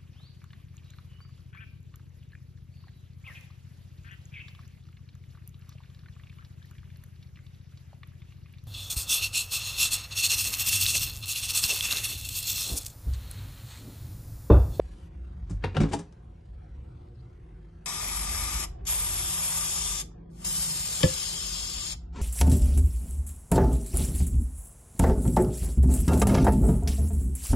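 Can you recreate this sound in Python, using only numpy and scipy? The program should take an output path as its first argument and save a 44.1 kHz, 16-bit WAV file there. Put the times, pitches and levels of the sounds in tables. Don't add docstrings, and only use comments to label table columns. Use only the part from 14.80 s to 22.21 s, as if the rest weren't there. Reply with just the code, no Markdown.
import sys
import numpy as np
from scipy import signal
from scipy.fft import rfft, irfft
from scipy.io import wavfile
from scipy.ndimage import uniform_filter1d, minimum_filter1d

SR = 44100
rng = np.random.default_rng(int(sys.argv[2]) if len(sys.argv) > 2 else 0)


def put_to_file(sound):
    columns = np.atleast_2d(sound).T
    safe = np.clip(columns, -1, 1)
    whole_steps = np.round(safe * 32767)
    wavfile.write(sys.argv[1], SR, whole_steps.astype(np.int16))


def level_to_linear(level):
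    exponent = np.asarray(level, float) / 20
    return 10 ** exponent


N = 326984

# pitch_hz, level_db, t60_s (time to fade by 60 dB)
BODY = [(93.7, -1, 0.12), (158, 2.5, 0.16), (206.6, 0, 0.14), (275.5, -4, 0.23), (384, -5, 0.19),
        (529, -13, 0.18)]


def evened(x):
    return x / np.sqrt(np.mean(abs(x) ** 2) + 1e-20)


def read(points, hz, axis=1):
    table = np.transpose(points)
    return np.interp(np.log(hz + 1), np.log(table[0] + 1), table[axis])


def add(mix, s, sound):
    part = mix[..., round(s * SR):][..., :sound.shape[-1]]
    part += sound[..., :part.shape[-1]]


def field(count, size, patchy_db, flicker_db):
    frames = 4 * count // size + 5
    hz = np.fft.rfftfreq(size, 1 / SR)[:, None]
    frame_s = np.arange(frames) * size / 4 / SR
    a, b, c, d, patch = rng.standard_normal((frames, len(hz), 5)).T
    patch = uniform_filter1d(patch, size=5, axis=0)
    patch = evened(uniform_filter1d(patch, size=20, axis=1))
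    sway = level_to_linear(patchy_db * patch + flicker_db * rng.standard_normal(frames))
    return hz, frame_s, (a + 1j * b) * sway, (c + 1j * d) * sway


def wave(z, count):
    size = 2 * z.shape[-2] - 2
    return signal.istft(z, nperseg=size, noverlap=3 * size // 4)[1][..., :count]


def ring(modes, spread=0.18, onset=2.8):
    t = np.arange(SR // 3) / SR
    out = np.zeros(len(t))
    for hz, db, t60 in modes:
        pitch_hz = hz * (1 + spread * rng.uniform(-0.96, 1))
        shape = level_to_linear(db - 60 * t / t60) * (1 - np.exp(-t * hz * onset))
        out += shape * np.sin(2 * np.pi * pitch_hz * t)
    return out


def tone(hz, level_db):
    drift, swell = uniform_filter1d(rng.standard_normal((N // 64 + 1, 2)), size=60, axis=0).T
    slow = lambda v: np.interp(np.arange(N) / 64, np.arange(len(v)), evened(v))
    phase = 2 * np.pi * np.cumsum(hz * (1 + 0.01 * slow(drift))) / SR
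    return level_to_linear(level_db + 2.16 * slow(swell)) * np.sin(phase)


def kitchen():
    # start_s, air_hiss_db, difference_rel_db, brightness_db_per_octave,
    # compressor_drone_db
    takes = [
        (0., -69.5, 4, 3.5, -56),
        (.28, -68.5, 5, 0.5, -57),
        (1.35, -70, 4, 0.37, -58.5),
        (3.058, -58, 3, -4, -55.5),
        (4.5, -61.2, 4, -4.5, -54),
        (5.95, -61.6, 0.5, -4, -55.5),
    ]
    # time_s, deep_rumble_db
    sway = [(0., -49.5), (.5, -48.5), (.75, -39), (1.3, -51), (1.75, -48.5), (2.3, -55.5), (2.75, -44.5),
            (3.05, -49), (3.3, -43), (3.7, -40.5), (3.95, -41), (4.3, -37), (4.6, -47), (5.1, -44),
            (5.8, -49.5), (6.5, -44.5), (6.95, -44), (7.41, -44)]
    # pitch_hz, half_width_hz, level_db
    motor = [
        (50, 7, -2.5),
        (166, 9.4, 1.5),
        (371, 39, -0.5),
        (724, 21, 16),
    ]
    # pitch_hz, level_db (per Hz)
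    rumble_colour = [(12, -58), (20, -42), (36, -10.5), (59, -3), (107, -14.5), (125, -9), (173, -15.5),
                     (204, -18.5), (323, -25), (358, -18.5), (404, -26.5), (490, -28), (700, -44),
                     (910, -68), (1540, -120)]
    air_colour = [(180, -48.5), (300, -10.5), (361, -8.5), (408, -23), (498, -28.5), (766, -23.5),
                  (866, -16), (1440, -20.5), (4350, -33.5), (11800, -46.5), (15300, -76), (22000, -120)]
    side_colour = [(35, -58), (60, -28.5), (124, -13), (438, -3), (762, -3.5), (889, -5), (1510, -23),
                   (4770, -33.5), (5950, -49), (11800, -37), (15300, -67), (22000, -120)]
    t = np.arange(N) / SR
    s, air_db, diff_db, bright_db, drone_db = np.transpose(takes)
    take = np.searchsorted(s, t, side="right") - 1
    held = lambda column: uniform_filter1d(column[take], size=800)
    sway_db = np.interp(t, *np.transpose(sway))
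    swing_db = sway_db - sway_db.mean()
    casing = lambda hz: level_to_linear(sum(db / (1 + ((hz - f) / w) ** 2) for f, w, db in motor))

    hz, _, a, b = field(count=N, size=4096, patchy_db=3.0, flicker_db=0.5)
    colour = casing(hz) * level_to_linear(read(rumble_colour, hz)) / (1 + (38 / (hz + 1)) ** 7)
    rumble = evened(wave(a * colour * (hz < 58), N)) * level_to_linear(sway_db - 1.5)
    hum = evened(wave(a * colour * (hz >= 58) * (hz < 120), N))
    rumble += hum * level_to_linear(-46 + 0.35 * swing_db)
    rumble += evened(wave(b * colour * (hz >= 120), N)) * level_to_linear(held(drone_db) + 2.5)

    hz, frame_s, a, b = field(count=N, size=1024, patchy_db=3.0, flicker_db=-1.9)
    octaves = np.log2(np.maximum(hz, 500) / 500)
    tilt = level_to_linear(np.interp(frame_s, t, held(bright_db)) * octaves)
    air = evened(wave(a * tilt * casing(hz) * level_to_linear(read(air_colour, hz)), N)) * level_to_linear(held(air_db))
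    like = 0.23 / (1 + (2500 / (hz + 1)) ** 3)
    mixed = like * a + np.sqrt(1 - like ** 2) * b
    side = evened(wave(mixed * tilt * level_to_linear(read(side_colour, hz)), N)) * level_to_linear(held(air_db + diff_db))

    rumble += tone(49, -47 + 1.3 * swing_db)
    rumble += tone(167, -53 + 2.3 * held(drone_db - drone_db.mean()))
    return np.array([rumble + air, side + level_to_linear(-51.0) * rumble[::-1]])


def scrape(rows):
    # pitch_hz, level_db (per Hz)
    rub_colour = [(47, -30), (80, 0), (166, -2), (368, -14), (607, -28), (703, -17), (1490, -31),
                  (2360, -39), (7450, -42.5), (10900, -66), (11800, -69), (15300, -101), (22000, -120)]
    s, rub_db, boom_db = np.transpose(rows)
    t = np.arange(s[0], s[-1], 1 / SR)
    hz, _, a, _ = field(count=len(t), size=256, patchy_db=-1.5, flicker_db=-0.5)
    rub = evened(wave(a * level_to_linear(read(rub_colour, hz)) * (hz > 700), len(t)))
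    boom = evened(signal.fftconvolve(rng.standard_normal(len(t)), ring(BODY))[:len(t)])
    both = rub + boom * level_to_linear(np.interp(t, s, boom_db))
    return s[0], both * level_to_linear(np.interp(t, s, rub_db)) * signal.windows.tukey(len(t), .05)


def rattle(s, crack_db, body_db, treble_db, rise):
    # pitch_hz, level_db, t60_s
    wall = [(873, -2, 0.19), (1200, -9, 0.13), (1716, 15.5, 0.063), (2450, -28, 0.04), (2950, 13.5, 0.067)]
    t = np.arange(SR // 3) / SR
    hz = np.fft.rfftfreq(len(t), 1 / SR)
    wall_db = sum(6 / (1 + (2 * (hz - f * rng.uniform(0.664, 1.2)) / 350) ** 2) for f, _, _ in wall)
    colour = level_to_linear(wall_db) / (1 + (hz / 4800) ** 7)
    colour += level_to_linear(treble_db + 7.0) / (1 + (4500 / (hz + 1)) ** 4) / (1 + (hz / 9500) ** 12)
    noise = evened(irfft(rfft(rng.standard_normal(len(t))) * colour, len(t)))
    grit = evened(uniform_filter1d(rng.standard_normal(len(t)), size=40))
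    noise = evened(noise * level_to_linear(4 * grit))
    snap_t60, drag_t60, soft_s = 0.032, 0.28, 0.0053
    t60 = snap_t60 + (drag_t60 - snap_t60) * np.tanh(rise / soft_s)
    shape = level_to_linear(-60 * t / t60) * (1 - np.exp(-t / rise))
    crack = 1.25 * noise * shape / shape.max() + level_to_linear(-20.0) * ring(wall, spread=0.084)
    thud = signal.lfilter(*signal.butter(2, [150, 1100], "band", fs=SR), rng.standard_normal(len(t)))
    thud = 0.33 * evened(thud) * level_to_linear(-60 * t / 0.15) * np.minimum(t / 0.003, 1)
    return s, level_to_linear(crack_db - 9.0) * crack + level_to_linear(body_db - 5.0) * (ring(BODY, spread=0.1184) + thud)


def basket_handling():
    # time_s, scrape_db, boom_rel_db
    drags = [
        [(0.66, -65, 12), (0.788, -82, 5), (0.886, -83, 29), (1.02, -44, -16), (1.066, -56, -9),
         (1.228, -67, 4), (1.33, -90, -6)],
        [(7.325, -64, 4.5), (7.355, -50.5, 2), (7.385, -48, 7.5), (7.42, -45, 0)],
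    ]
    # start_s, crack_db, body_db, treble_rel_db, rise_s
    blows = [(0.6955, -50, -41, 7, 0.004), (0.707, -63, -39, -4, .003), (0.823, -42.5, -51, -34, 0.021),
             (0.8382, -23, -26, -49, 0.00087), (0.9445, -39, -29, -25, 0.003), (.955, -40, -25, -29, .002),
             (0.9661, -25, -27, -19, 0.00078), (1.002, -29, -28, -11, 0.0024),
             (1.034, -33, -22, -22, 0.00053), (1.0875, -45, -40, -5, .002), (1.112, -42, -29.5, -7, 0.0047),
             (1.121, -35, -29, -3, 0.002), (1.1305, -29, -35, 0, .001), (1.134, -27, -26, 0, 0.00075),
             (1.189, -39.5, -32, 8, 0.0011), (1.323, -57, -55, -5, 0.00046), (7.356, -44, -35, -13, 0.0089)]
    # start_s, level_db, swell_quickness (no unit)
    clunks = [
        (0.706, -28.5, 2.1),
        (0.8396, -26.5, 1.6),
        (.967, -23, 0.72),
        (1.0017, -10, 0.55),
        (1.035, -20, 1.1),
        (1.133, -24, 0.59),
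    ]
    # pitch_hz, level_db, t60_s
    spots = [
        [(104, -0.5, .25), (169, 3.5, 0.1), (275, -4.5, 0.09), (560, -22, 0.056)],
        [(92.4, -2.5, 0.6), (200, 9.5, 0.047), (322, -3.5, .09), (462, 6, 0.042), (770, -4, 0.035),
         (936, -4, 0.094), (1927, -11, 0.057), (2470, -5, .05), (3200, -13, .04)],
        [(100, 3.5, .2), (155.2, 3.5, 0.28), (196, 2, 0.13), (237, -2, 0.14), (525, 1, 0.045),
         (747, -1.5, 0.052), (1385, -1, 0.04), (1525, -10, 0.048)],
        [(49, -1.5, 0.2), (102.4, -8, 0.19), (159, -1, 0.11), (195.5, 3, 0.085), (211.7, -2, 0.095),
         (279, -10, 0.24), (345, -10, .1), (566, -21, 0.13), (710, -22, .1)],
        [(200, 3, 0.076), (330, -4, 0.076), (567, -20, 0.042)],
        [(200.5, 4, 0.1), (291, 2.5, 0.17), (443, -2, 0.061), (668, -3.5, 0.087), (825, 2.5, 0.079),
         (926, -6, 0.13)],
    ]
    out = np.zeros(N)
    for rows in drags:
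        add(out, *scrape(rows))
    for row in blows:
        add(out, *rattle(*row))
    for (s, db, quick), modes in zip(clunks, spots):
        add(out, s, level_to_linear(db) * ring(modes, spread=0, onset=quick))
    return out


def rustle():
    # centre_s, spread_s, pitch_hz, spread_hz, level_db
    shift = (2.39, .07, 4400, 900, -80)
    s, spread_s, hz0, spread_hz, db = shift
    hz, _, a, _ = field(count=N, size=256, patchy_db=7.0, flicker_db=-2.0)
    hiss = evened(wave(a * np.exp(-((hz - hz0) / spread_hz) ** 2), N))
    return level_to_linear(db) * hiss * np.exp(-((np.arange(N) / SR - s) / spread_s) ** 2)


def spray(valve, hand, total, diff, tops_db, basket):
    # pitch_hz, width_hz, level_db
    cavity = [
        (960, 60, 4),
        (1200, 55, 9),
    ]
    # pitch_hz, likeness (0-1), phase_rad
    link = [(400, 0.1, 0.15), (888, 1, 0.66), (2880, 0.8, 0.22), (6400, 1, 0.46), (8600, 0.3, -1.34),
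            (10580, 0.4, -0.48), (11670, 0.05, 1.4)]
    # pitch_hz, level_db
    sum_top = [(8800, -4), (9400, -6), (9620, -7.5), (9800, -20), (10400, -20.5), (10650, -6.5),
               (11200, -2.5), (11800, -4.5)]
    opens, shut, seep, fizz_db, thin_db = valve
    s, pressure_db, reach = np.transpose(hand)
    t = np.arange(opens - seep, shut, 1 / SR)

    early = np.maximum(opens - t, 0)
    lost_db = 13.5 * np.minimum(early / 0.0081, 1) + 212 * early
    lost_db += 38 * np.clip(1 + (t - shut) / 0.032, 0, 1) ** 2.1

    hz, frame_s, a, b = field(count=len(t), size=1024, patchy_db=1.3, flicker_db=0.92)
    inside = np.interp(frame_s + t[0], s, reach)
    shake = .008 * evened(uniform_filter1d(rng.standard_normal(len(inside)), size=20))
    slide = 1 - 0.017 * (1.3 - inside) + shake
    echo_out, echo_in = 0.39, 1.07
    echoes_db = sum(db / (1 + (2 * (hz - f * slide) / w) ** 2) for f, w, db in basket)
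    echoes_db *= echo_out + (echo_in - echo_out) * inside
    echoes_db += sum(db / (1 + (2 * (hz - f) / w) ** 2) for f, w, db in cavity)

    body_db = thin_db * (np.median(inside) - inside) + 0.556 * np.interp(frame_s + t[0], t, lost_db)
    tilt_db = np.minimum(body_db, 14) / (1 + (hz / 2500) ** 4)
    tilt_db += (fizz_db - 15 * inside) / (1 + (8500 / (hz + 1)) ** 8)

    like = np.clip(read(link, hz), 0, 1)
    other = like * np.exp(1j * read(link, hz, axis=2)) * a + np.sqrt(1 - like ** 2) * b
    top_db, lift_db, depth = tops_db
    diff_db = read(diff, hz) + top_db
    sum_db = np.where(hz < 8800, read(total, hz), diff_db + depth * read(sum_top, hz) + lift_db)
    pair = np.array([a * level_to_linear(sum_db), other * level_to_linear(diff_db)]) * level_to_linear(echoes_db)
    scale = np.sqrt(np.mean(wave(pair[0] * (hz > 2500) * (hz < 8000), len(t)) ** 2))
    jet = wave(pair * level_to_linear(tilt_db), len(t)) / scale
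    strength = level_to_linear(np.interp(t, s, pressure_db) - lost_db)
    return t[0], jet * strength * signal.windows.tukey(len(t), .004)


def three_jets():
    # opens_s, shut_s, seep_before_s, fizz_db, body_thinning_db (per unit of reach)
    valves = [
        (3.059, 3.868, 0.001, 3.5, 7),
        (4.071, 5.239, .02, 8.5, 15),
        (5.649, 7.157, .149, 14.5, 6.5),
    ]
    # time_s, pressure_db, reach_into_basket (0-1)
    hands = [
        [(3.06, -37, 0.92), (3.25, -40, 0.46), (3.55, -39, 0.4), (3.83, -37, 0.72)],
        [(4.07, -34, 1), (4.1, -37.5, 0), (4.22, -40, 0.02), (4.35, -38.5, 0.23), (4.78, -38, 0.19),
         (4.91, -35.5, 0.52), (5.21, -35.5, 0.79)],
        [(5.65, -38, 0.19), (5.8, -38.5, 0.), (6.05, -38, 0.43), (6.22, -38, 0.44), (6.5, -36, 0.84),
         (6.9, -37, 1), (7.12, -38, 1)],
    ]
    # pitch_hz, level_db (per Hz)
    sums = [
        [(240, -11), (400, -16.5), (532, -17), (964, -4), (1100, -8), (1190, -4.5), (1520, -12), (2320, -4),
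         (2780, -9), (4490, -11), (5180, -7.5), (8800, -2), (11400, -36), (19400, -120)],
        [(240, -47), (400, -13), (1000, -3.5), (1190, -9.5), (1700, -8), (3130, -4), (3470, -1), (4100, -7),
         (5450, -2), (6130, -3.5), (6970, 0), (8800, 0.5), (11400, -33), (19400, -120)],
        [(240, -30), (400, -46), (473, -24.5), (518, -24.5), (689, -24.5), (1720, -24.5), (2350, -21.5),
         (3090, -17.5), (3650, -17), (5180, -11), (6050, -10.5), (8800, -12.5), (11400, -43), (19400, -120)],
    ]
    # pitch_hz, level_db (per Hz)
    diffs = [
        [(240, -59), (400, -44), (568, -17), (842, -11), (1180, -11), (1700, -16.5), (2450, -5), (2940, -23),
         (3250, -8), (4490, -15.5), (5020, -6.5), (7540, -9.5), (11500, 4), (15000, -51), (22000, -120)],
        [(240, -44.5), (400, -42), (467, -14.5), (1030, -9.5), (1180, -12), (1420, -12.5), (3160, -6),
         (3530, -8), (4120, -11), (5460, -3.5), (7980, -7.5), (9450, 1), (11500, 1.5), (15000, -33),
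         (22000, -120)],
        [(240, -58), (400, -53.5), (522, -37), (692, -23.5), (1990, -25.5), (2320, -19.5), (3110, -16),
         (3680, -20.5), (5240, -9.5), (6020, -13), (7980, -15), (10600, -12.5), (11500, -12), (15000, -21),
         (22000, -120)],
    ]
    # difference_level_db, sum_lift_above_8800_hz_db, depth_of_top_dip (0-1)
    tops = [
        (2.2, -0.5, 1.),
        (3.16, -1.5, 1.),
        (0.2, -10.5, .4),
    ]
    # pitch_hz, width_hz, level_db
    echoes = [
        [(1275, 190, -0.5), (2390, 300, -1.5), (2780, 130, -7), (4330, 160, -5), (5250, 83, 7.5),
         (6520, 89, -9.5), (9260, 190, 1.5)],
        [(1212, 170, 6.5), (3640, 89, 5.5), (3910, 78, -9), (5800, 140, 3), (6220, 76, -12), (6820, 1000, 4.5),
         (7980, 220, -10)],
        [(3280, 460, 4), (3550, 37, -15), (5620, 150, -6), (6070, 150, -27.5), (6780, 83, 2.5),
         (7410, 170, 6.5), (7990, 490, -12.5), (9080, 160, -9)],
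    ]
    jets = np.zeros((2, N))
    for parts in zip(valves, hands, sums, diffs, tops, echoes):
        add(jets, *spray(*parts))
    return jets


def knock():
    # start_s, crack_db, body_db, treble_rel_db, rise_s
    brush = [
        (6.205, -31, -39, 3, 0.022),
        (6.2301, -29, -49, -5, 0.0021),
    ]
    # pitch_hz, level_db, t60_s
    tick = [(2570, -27, 0.026), (3110, -16, 0.015), (3380, -19.5, 0.016), (4400, -23.5, 0.017),
            (5080, -24.5, 0.031)]
    # pitch_hz, level_db, t60_s, delay_s
    swells = [(66.5, -8, 0.12, 0.0065), (201, -6.5, 0.043, 0.002), (294, -18.5, 0.06, 0.0025),
              (353, -15, 0.036, 0.0146), (521, -18, 0.15, 0.0021), (596, -22.5, 0.069, 0.00295),
              (666, -29.5, 0.045, 0.0027), (100, -14, 0.102, 0.0061), (448, -26, 0.049, 0.0049),
              (1733, -24.5, 0.054, 0.0043), (1960, -27, 0.054, 0.00112), (1150, -31, 0.044, 0.00058)]
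    # start_s, then tones as pitch_hz, level_db, t60_s
    bounce = (6.2426, [(156, 0, 0.026)])
    hit_s = 6.2318
    out = np.zeros(N)
    for row in brush:
        add(out, *rattle(*row))
    add(out, hit_s, ring(tick, spread=0))
    for hz, db, t60, delay in swells:
        add(out, hit_s + delay, ring([(hz, db, t60)], spread=0, onset=.7))
    add(out, bounce[0], -ring(bounce[1], spread=0, onset=5.2))
    return out


def room(x):
    # pitch_hz, t60_s
    fading = [(300, 0.21), (1500, 0.25), (5000, 0.25), (8000, 0.19), (11000, 0.17)]
    taps = np.zeros((2, SR // 2))
    at = np.arange(200, SR // 2 - 20, 20)
    taps[:, at] = rng.choice([-1., 1.], (2, len(at)))
    taps = np.array([np.roll(row, rng.integers(200)) for row in taps])
    taps += rng.standard_normal(taps.shape)
    hz, t, z = signal.stft(taps, SR, nperseg=256)
    tail = signal.istft(z * level_to_linear(-60 * t / read(fading, hz)[:, None]), SR, nperseg=256)[1]
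    return signal.fftconvolve(x, tail / np.linalg.norm(tail[0]), axes=1)[:, :N]


def scene():
    # start_s, then tones as pitch_hz, level_db, t60_s
    rim_side = (6.2355, [(532, -24, 0.12), (150, -39, 0.089)])
    background = kitchen()
    basket = basket_handling()
    fingers = rustle()
    jets = three_jets()
    blow = knock()
    treble = signal.butter(2, 330, "high", fs=SR)
    side = signal.lfilter(*treble, level_to_linear(-9.5) * basket + level_to_linear(-2.5) * blow)
    hits = np.array([basket + blow, side])
    add(hits[1], rim_side[0], ring(rim_side[1], spread=0, onset=.7))
    mix = jets + level_to_linear(-12) * room(jets) + hits + level_to_linear(-10.0) * room(hits)
    total, diff = mix + background + fingers
    return np.array([total + diff, total - diff])


def thinned(pair):
    # pitch_hz, margin_db, chance_db
    mask = [(402, 25, -4), (1180, 17, -0.5), (3100, 10.5, 6), (6000, 9, 4.5), (8500, 8, 3.5),
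            (9500, 11, 5.5), (10600, 11, 6.5), (11370, 8, 5)]
    # time_s, chance_factor (no unit), spare_margin_db
    thrift = [
        (0., .7, 7),
        (4.3, .8, 4),
        (5.2, 1.3, 0),
        (7.41, 1.3, 0),
    ]
    # pitch_hz, margin_db
    memory = [
        (600, 76),
        (7600, 70),
        (8800, 60),
        (11500, 58),
    ]
    hz, block_s, z = signal.stft(pair, SR, window="cosine", nperseg=2048, noverlap=1024)
    band = np.searchsorted(np.r_[np.geomspace(400, 7500, 64), np.arange(7800, 12000, 300)], hz)
    starts = np.flatnonzero(np.diff(band, prepend=-1))
    low_hz = hz[starts]
    power = np.add.reduceat(abs(z) ** 2, starts, axis=1) / np.diff(starts, append=len(hz))[:, None]
    level_db = 10 * np.log10(uniform_filter1d(power, size=2, axis=2) + 1e-20)
    near_db = -minimum_filter1d(-level_db.max(0), size=9, axis=0)

    s, chance, spare_db = np.transpose(thrift)
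    limit_db = near_db - read(mask, low_hz)[:, None]
    limit_db -= (low_hz[:, None] < 8000) * np.interp(block_s, s, spare_db)
    luck = uniform_filter1d(rng.standard_normal(level_db.shape), size=2, axis=2)
    luck *= np.where(low_hz[:, None] < 5000, np.interp(block_s, s, chance), 1)
    treble_db = 10 * np.log10(power[:, low_hz > 3000].sum((0, 1)) + 1e-20)
    recent_db = 10 * np.log10(uniform_filter1d(level_to_linear(2 * treble_db), size=31, origin=15) + 1e-20)
    limit_db = np.maximum(limit_db, recent_db - read(memory, low_hz)[:, None])
    keep = level_db + luck * read(mask, low_hz, axis=2)[:, None] > limit_db

    well_fed = (recent_db - treble_db < 16) | (low_hz[:, None] > 3000) | (block_s < thrift[2][0])
    keep &= well_fed | (uniform_filter1d(luck[0], size=2, axis=0) > -.35)
    attack = np.diff(treble_db, prepend=0) > 25
    keep[..., attack] = keep[:, 0] = True
    wobble = uniform_filter1d(rng.standard_normal(z.shape[2]), size=3)
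    edge = hz[:, None] < 11650 + 400 * attack + 200 * wobble
    z = z * keep[:, np.cumsum(np.diff(band, prepend=band[0]) > 0)] * edge
    return signal.istft(z, SR, window="cosine", nperseg=2048, noverlap=1024)[1][:, :N]


def band_limit(x):
    return signal.sosfilt(signal.butter(12, 13110, fs=SR, output="sos"), x)


def record(dry):
    total, diff = thinned(np.array([dry[0] + dry[1], dry[0] - dry[1]]) / 2)
    return band_limit(np.array([total + diff, total - diff]))


dry = scene()
out = record(dry)
put_to_file(out)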